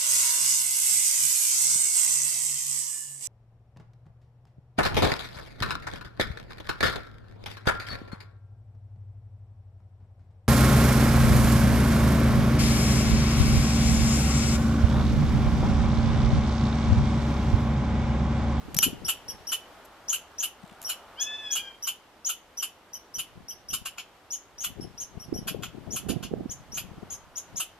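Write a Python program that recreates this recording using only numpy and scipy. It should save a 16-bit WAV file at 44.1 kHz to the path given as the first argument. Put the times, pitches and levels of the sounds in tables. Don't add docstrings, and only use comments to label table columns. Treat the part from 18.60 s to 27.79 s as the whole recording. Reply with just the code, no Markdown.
import sys
import numpy as np
from scipy import signal
from scipy.fft import rfft, irfft, next_fast_len
from scipy.io import wavfile
from scipy.ndimage import map_coordinates

SR = 44100
rng = np.random.default_rng(int(sys.argv[2]) if len(sys.argv) > 2 else 0)


def transcribe(signal):
    frames = np.atleast_2d(signal).T
    limited = np.clip(frames, -1, 1)
    pcm = np.round(limited * 32767).astype(np.int16)
    wavfile.write(sys.argv[1], SR, pcm)


N = 405279


def amp(db):
    return 10 ** (np.asarray(db) / 20)


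def unit(x):
    return x / np.sqrt(np.mean(x ** 2) + 1e-20)


def sides(balance_db):
    return amp(np.array([[balance_db], [-balance_db]]) / 2)


def along(points, hz):
    freqs, values = np.transpose(points)
    return np.interp(np.log(hz + 1), np.log(freqs + 1), values)


def curve(rows):
    return np.interp(np.arange(N) / SR, *np.transpose(rows))


def wobble(rate, size=N):
    return map_coordinates(rng.standard_normal(int(size * rate / SR) + 4), [np.arange(size) * rate / SR])


def filtered(x, response):
    size = next_fast_len(N + SR // 2)
    return irfft(rfft(x, size) * response(np.fft.rfftfreq(size, 1 / SR)), size)[..., :N]


def noise(colour):
    response = lambda hz: amp(along(colour, hz)) / np.maximum(1, hz / colour[-1][0]) ** 4
    return unit(filtered(rng.standard_normal(N), response))


def add(track, start, sound):
    part = track[max(0, round(start * SR)):][:len(sound)]
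    part += sound[:len(part)]


# frequency in Hz, strength in dB.
AIR_COLOUR = [(15, -44.5), (25, -6), (75, -2.5), (135, -8), (286, -3), (501, -3.5), (856, -2), (2630, -13),
              (2930, -11.5), (4040, -16.5), (5720, -20), (8100, -24.5), (12400, -27), (13500, -22),
              (15000, -62.5)]
# time in seconds, level in dB.
AIR_LEVEL = [(0, -49.5), (1.9, -54), (2.8, -53), (3.3, -56), (4.5, -56.5), (9.19, -55)]
# frequency in Hz, likeness (1 = the same).
AIR_ALIKE = [(50, 0.77), (250, 0.87), (1000, 0.85), (3000, .3), (9000, 0.092)]

def air(drift_db=0.65):
    def spread(hz):
        angle = np.arccos(along(AIR_ALIKE, hz)) / 2
        return np.array([np.cos(angle), np.sin(angle)])
    mid, side = filtered(np.array([noise(AIR_COLOUR), noise(AIR_COLOUR)]), spread)
    return unit(np.array([mid + side, mid - side])) * amp(curve(AIR_LEVEL) + drift_db * wobble(6.2))


# peak time in seconds, width in seconds, level in dB.
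SWELLS = [(1.35, 0.36, -57), (2.4, 0.47, -54), (8.6, 0.34, -58.5)]
# frequency in Hz, strength in dB.
SWELL_COLOUR = [(300, -24), (650, 0.5), (800, -3.5), (1150, -2), (1400, -3), (2000, -18)]

def distant_rush():
    t = np.arange(N) / SR
    loudness = sum(amp(db) * np.exp(-((t - peak) / width) ** 2) for peak, width, db in SWELLS)
    return loudness * noise(SWELL_COLOUR)


# frequency in Hz, strength in dB.
YARD_COLOUR = [(500, -11), (2000, -1.5), (2950, -3), (4000, -4.5), (5800, -7), (8500, -4), (11500, -3.5),
               (14000, 1.5)]
# frequency in Hz, seconds to fade by 60 dB.
YARD_DECAY = [(500, 0.266), (3000, 0.34), (6000, 0.28), (12000, 0.18)]

def yard_echo(x, near_db, far_db, near_fade_s=.1):
    hz, t, spectrum = signal.stft(rng.standard_normal((2, SR // 2)), SR, nperseg=256)
    colour = amp(along(YARD_COLOUR, hz))[:, None]
    decay = amp(-60 * t / along(YARD_DECAY, hz)[:, None])
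    far = signal.istft(spectrum * colour * decay, SR, nperseg=256)[1]
    t = np.arange(far.shape[1]) / SR
    near = rng.standard_normal(far.shape) * amp(-60 * t / near_fade_s) * (t > .003)
    echo = amp(near_db) * near / np.linalg.norm(near[0]) + amp(far_db) * far / np.linalg.norm(far[0])
    left, right = signal.fftconvolve(x[None], echo, axes=1)[:, :N]
    mid = (left + right) / 2
    side = filtered((left - right) / 2, lambda hz: np.minimum(hz / 5000, 1))
    return np.array([mid + side, mid - side])


# frequency in Hz, left over right in dB.
PORT_BALANCE = [(1000, 0.5), (3000, 2.5), (5000, -0.5), (7000, 9), (8700, -2.5), (11000, 1), (13500, -5.5)]
# frequency in Hz, the left port's lead in radians.
PORT_PHASE = [(3200, 0.5), (5000, -2), (6500, -1.5), (8000, -2), (10500, -2.5), (13000, -4.5)]

def port_shading(x):
    left = lambda hz: amp(along(PORT_BALANCE, hz) / 2) * np.exp(1j * along(PORT_PHASE, hz) / 2)
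    return filtered(x, lambda hz: np.array([left(hz), 1 / left(hz)]))


# peak time in seconds, width in seconds, base level in dB, left over right in dB.
GUSTS = [(0.1, 0.1, -41.5, 3), (0.28, 0.09, -38.5, 0), (0.44, 0.034, -41, 7), (0.7, 0.053, -55.5, 5),
         (4.58, 0.023, -54, 0), (4.78, 0.046, -51, 2), (5.15, 0.051, -49, 7), (6.09, 0.025, -44, 3),
         (6.21, 0.067, -41.5, 10), (6.56, 0.046, -49.5, 8), (6.76, 0.063, -35.5, -4),
         (6.95, 0.084, -38.5, 15.5), (7.168, 0.035, -43, 21), (7.32, 0.095, -42.5, 13.5),
         (7.52, 0.086, -33.5, -12.5), (7.77, 0.089, -32.5, -4.5), (8.14, 0.033, -44.5, -9),
         (8.34, 0.14, -46, 3.5), (8.95, 0.034, -48, 2.5)]
# frequency in Hz, strength in dB.
SWIRL_COLOUR = [(15, -43), (25, -1.5), (173, 4.5), (465, -7), (525, -13.5), (574, -13), (775, -13.5),
                (900, -33.5), (1170, -61.5), (1980, -120)]

def wind_gusts(lumpiness_db=6, bass_hz=151, bass_pivot_db=-41.5):
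    t = np.arange(N) / SR
    power = np.zeros((2, N))
    for peak, width, db, balance_db in GUSTS:
        from_peak = np.maximum((peak - t) / 0.75, t - peak) / width
        power += (amp(db) * sides(balance_db)) ** 2 / (1 + from_peak ** 3.14) ** 2
    strength = np.sqrt(power)
    swirls = np.array([unit(amp(lumpiness_db * wobble(95)) * noise(SWIRL_COLOUR)) for _ in range(2)])
    bass = filtered(swirls, lambda hz: 1 / (1 + (hz / bass_hz) ** 4))
    bass_strength = amp(bass_pivot_db) * (strength / amp(bass_pivot_db)) ** 0.52
    return strength * (swirls - bass) + bass_strength * bass


# time in seconds, peak level in dB, pitch in Hz, left over right in dB.
BUMPS = [(.168, -24, 160, 7.5), (0.268, -21.5, 268, 7.5), (.333, -29.5, 270, 13.5),
         (2.041, -37.5, 189, 13.5), (2.122, -43, 200, 9), (6.199, -30, 320, 16), (6.728, -22.5, 322, -22),
         (6.948, -27.5, 450, 20.5), (7.738, -19.5, 420, -16.5), (7.86, -29, 260, -21.5)]

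def wind_bumps(scatter_radians=.8):
    ports = np.zeros((2, N))
    t = np.arange(-SR // 50, SR // 50) / SR
    for peak, db, hz, balance_db in BUMPS:
        shape = amp(db) * np.exp(-np.abs(t * hz) / .7)
        for port, gain in zip(ports, sides(balance_db)):
            wave = np.cos(2 * np.pi * hz * t + rng.normal(0, scatter_radians))
            add(port, peak + t[0], gain * shape * wave)
    return ports


def flutter(start=2, end=2.165, db=-50, beats_per_s=62):
    t = np.arange(N) / SR
    beats = np.exp(-5 * ((t * beats_per_s + 0.15 * wobble(55)) % 1))
    progress = (t - start) / (end - start)
    swell = np.sqrt(np.clip(1 - (2 * progress - 1) ** 2, 0, 1))
    rustle = noise([(1000, -4), (3500, 8.5), (5500, -10), (8500, 0), (11000, -15), (14000, -14)])
    return amp(db) * swell * beats * rustle


# start in seconds, level in dB, length in seconds.
CLICKS = [(.145, -31, 0.0054), (.167, -25, 0.0017), (0.1878, -14.5, 0.0029), (1.249, -55.5, .012),
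          (2.216, -40, 0.0034), (2.226, -43.5, .0065), (2.237, -46, 0.0046)]
# frequency in Hz, strength in dB.
CLICK_COLOUR = [(300, -4), (1500, -13.5), (3000, -4.5), (4800, -9.5), (7300, 1.5), (9000, -11),
                (11500, 3.5), (14000, -4), (15500, -17.5)]

def clicks():
    gate = np.zeros(N)
    for start, db, length in CLICKS:
        add(gate, start, np.full(int(length * SR), amp(db)))
    return gate * noise(CLICK_COLOUR)


# time in seconds, pitch in Hz.
MEW_PITCH = [(2.56, 688.5), (2.6, 831.5), (2.65, 858.5), (2.74, 870), (2.83, 864), (2.91, 837.5),
             (2.97, 816), (3.04, 797.5), (3.18, 788)]
# multiple of the pitch, strength in dB.
MEW_HARMONICS = [(1, -35), (2, -7.5), (3, -6.5), (4, 3.5), (5, -33.5), (6, -15.5), (7, -20), (8, -30.5),
                 (9, -30), (10, -30)]

def bird_mew(start=2.55, rise_s=0.056, hold_s=0.35, release_s=.1, level_db=-37, hoarse_db=-15):
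    phase = 2 * np.pi * np.cumsum(curve(MEW_PITCH) * (1 + 0.0065 * wobble(150))) / SR
    tone = np.zeros(N)
    for k, db in MEW_HARMONICS:
        strength = amp(db + 3 * wobble(35.02))
        roughness = amp(hoarse_db) * wobble(450) * np.cos(k * phase)
        tone += strength * (np.sin(k * phase) + roughness)
    t = np.arange(N) / SR - start
    swell = np.clip(t / rise_s, 0, 1) ** 2
    fade_db = 71 * np.maximum(t - rise_s - hold_s, 0)
    release = np.clip((MEW_PITCH[-1][0] - start - t) / release_s, 0, 1)
    return unit(tone) * swell * release * amp(level_db - fade_db + 2 * wobble(70))


def tiring(time, fresh, hoarse):
    return np.interp(time, (5.5, 8.4), (fresh, hoarse))


def puff(colour, scale, size, ripple_db=2):
    freqs, db = np.transpose(colour)
    hz = np.fft.rfftfreq(size, 1 / SR)
    shape_db = np.interp(hz, freqs * scale, db, left=-70, right=-70) + ripple_db * wobble(1162, len(hz))
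    return unit(irfft(rfft(rng.standard_normal(size)) * amp(shape_db), size))


# start in seconds, base level in dB, mouth hiss boost in dB.
CHUCKS = [(.217, -32, 12), (.476, -35, 10.5), (.911, -36.5, 10.5), (1.521, -37.5, 12), (1.822, -38.5, 11.5),
          (2.286, -38.5, 12.5), (2.948, -37.5, 9.5), (3.265, -38, 10.5), (3.684, -39.5, 11),
          (4.017, -41, 11), (4.578, -41, 12), (5.124, -39, 9.5), (5.247, -40.5, 3.5), (5.371, -41.5, -5),
          (6.031, -40.5, 11), (6.867, -37, 6), (7.019, -40, -3.5), (7.352, -41.5, 10), (7.481, -39, 4.5),
          (7.621, -40.5, -3), (8.165, -39.5, 6.5), (8.992, -37.5, 9)]
# base frequency in Hz, strength in dB.
CHEST_COLOUR = [(450, -28), (620, -20.5), (760, -11), (920, -19.5), (1130, -4.5), (1270, -7.5), (1400, -1),
                (1700, -16), (2300, -20.5)]
MOUTH_COLOUR = [(3500, -11), (6000, -11.5), (7400, 1), (8450, -13), (9700, -1), (11800, 3.5), (13300, -6),
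                (14500, -12.5)]
# multiple of throat_hz, strength in dB.
THROAT_COLOUR = [(.55, -31), (.7, -19), (.78, -8.5), (.9, 0.5), (1.02, 1.5), (1.13, 0.5), (1.2, -2.5),
                 (1.32, -11.5), (1.45, -7), (1.65, -9), (2.1, -11.5), (2.42, -6.5), (2.75, -30)]
RING_COLOUR = [(.85, -26.5), (.95, -8.5), (1, -3.5), (1.05, -2), (1.15, -33)]

def squirrel_chucks(closed_s=.0035, rise_s=0.011, throat_hz=2899, rattle_hz=330, rattle_db=3):
    out = np.zeros(N)
    size = int(.08 * SR)
    t = np.arange(size) / SR
    swell = np.clip(t / rise_s, 0, 1)
    since_peak = np.maximum(t - rise_s, 0)
    fast_fade = np.exp(-(since_peak / 0.0095) ** 1.43)
    slow_fade = np.exp(-(since_peak / 0.02) ** 1.43)
    average_db = np.mean(CHUCKS, axis=0)[1]
    for start, db, hiss_db in CHUCKS:
        lone = not any(0 < start - squeak[0] < .1 for squeak in SQUEAKS)
        ring_db = tiring(start, 5.5, -8.5) + 0.36 * (db - average_db) - 12.5 * lone
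        burst = amp(db) * unit(amp(rattle_db * wobble(rattle_hz, size)))
        chest = swell * fast_fade * amp(-1.5) * puff(CHEST_COLOUR, 0.99, size)
        throat = swell * slow_fade * amp(2.5) * puff(THROAT_COLOUR, throat_hz, size)
        hiss = swell ** 0.52 * fast_fade * amp(hiss_db + 0.56) * puff(MOUTH_COLOUR, 0.98, size)
        ring = swell ** 2 * slow_fade * puff(RING_COLOUR, throat_hz, size, ripple_db=0)
        add(out, start + closed_s, burst * (chest + throat + hiss) + amp(db + ring_db) * ring)
    return out


# start in seconds, length in seconds, base pitch in Hz,
# base level in dB, share sung before the voice cracks (1 = it holds).
SQUEAKS = [(.164, 0.056, 5780, -29, 1), (0.446, 0.029, 5640, -33, 1), (.68, .034, 5680, -37, 1),
           (.869, 0.038, 5760, -34, 1), (1.481, 0.037, 5900, -26.5, .37), (1.781, 0.041, 5900, -30, .4),
           (2.244, .049, 5700, -36, 1), (2.596, .044, 5805, -30, .3), (2.906, 0.043, 5940, -26.5, .4),
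           (3.223, 0.041, 5845, -35.5, 1), (3.646, 0.041, 5930, -28, .3), (3.971, 0.05, 5890, -36.5, 1),
           (4.33, 0.036, 5905, -40, 1), (4.539, .035, 5870, -38, 1), (4.882, 0.042, 5826, -39, 1),
           (5.084, 0.036, 5790, -37.5, 1), (5.704, .056, 5890, -33, .28), (5.98, .061, 5810, -36, .42),
           (6.206, 0.037, 5500, -46.5, 1), (6.376, 0.067, 5800, -36.5, .36), (6.595, 0.055, 5700, -47.5, 1),
           (6.738, 0.059, 5717, -42.5, 1), (7.305, 0.056, 5895, -35.5, .3), (7.894, 0.037, 5950, -36, .38),
           (8.118, 0.062, 5800, -37.5, .4), (8.499, 0.056, 5850, -39, .05), (8.755, 0.043, 5940, -35, .35),
           (8.957, 0.036, 5910, -33, .3)]
# frequency in Hz, strength in dB.
BREATH_COLOUR = [(1500, -28.5), (3100, -5.5), (4300, -12.5), (6300, 3.5), (8300, -10.5), (10200, -2),
                 (11700, -0.5), (13500, -14)]

def squirrel_squeaks(crack_leap=1.135, ring_hz=3030, tone_db=2.5, breath_db=-23):
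    voice, breath = np.zeros(N), np.zeros(N)
    for start, length, hz, db, crack_at in SQUEAKS:
        t = np.arange(int(length * SR)) / SR
        progress = t / length
        cracks = crack_at < .8
        cracked = cracks * np.clip((t - crack_at * length) / 0.00074, 0, 1)
        fray = np.clip((progress - .4) / .3, 0, 1)
        rasp = cracked * amp(tiring(start, -16.5, -10.5))
        scoop = 0.222 * np.exp(-t / 0.00302)
        sag = .24 * progress ** (6 - 1.5 * cracked)
        jitter = (.005 + .016 * fray + .07 * rasp) * wobble(1100, len(t))
        pitch = hz * (1.014 - scoop - sag) * (1 + (crack_leap - 1) * cracked) * (1 + jitter)
        phase = 2 * np.pi * np.cumsum(pitch) / SR
        shape = np.clip(t / .005, 0, 1) * np.clip((1 - progress) / 0.32, 0, 1)
        flicker_db = 3 * (fray - 0.5) * wobble(400, len(t))
        push = shape * amp(db + flicker_db - 4 * (cracks - cracked))
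        whistle = np.sin(phase) + amp(-6.5 - 6.1 * cracks - 11 * cracked) * np.sin(2 * phase)
        ring_db = tiring(start, -9.5, -15.5) - 5.5 * cracks
        ring = fray * amp(ring_db) * np.sin(2 * np.pi * ring_hz * t + 1.5 * wobble(300, len(t)))
        overtone = amp(-28.5 + 9.1 * cracked) * np.sin(1.5 * phase)
        add(voice, start, amp(tone_db) * push * (whistle + ring + overtone))
        add(breath, start, push * (amp(breath_db) * (0.97 + fray) + rasp))
    return voice + breath * noise(BREATH_COLOUR)


def scene():
    squeaks, chucks, mew = squirrel_squeaks(), squirrel_chucks(), bird_mew()
    voices = port_shading(squeaks + chucks + mew)
    echoes = yard_echo(squeaks, near_db=-1.5, far_db=-3, near_fade_s=0.11)
    echoes += yard_echo(chucks, near_db=0.5, far_db=-5.5)
    echoes += yard_echo(mew, near_db=-10, far_db=-8)
    small_noises = (clicks() + flutter()) * sides(2)
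    return voices + echoes + small_noises + wind_gusts() + wind_bumps() + air() + distant_rush()


def record(dry, top_hz=14250):
    return filtered(dry, lambda hz: 1 / np.sqrt(1 + (hz / top_hz) ** 120))


dry = scene()
out = record(dry)
transcribe(out)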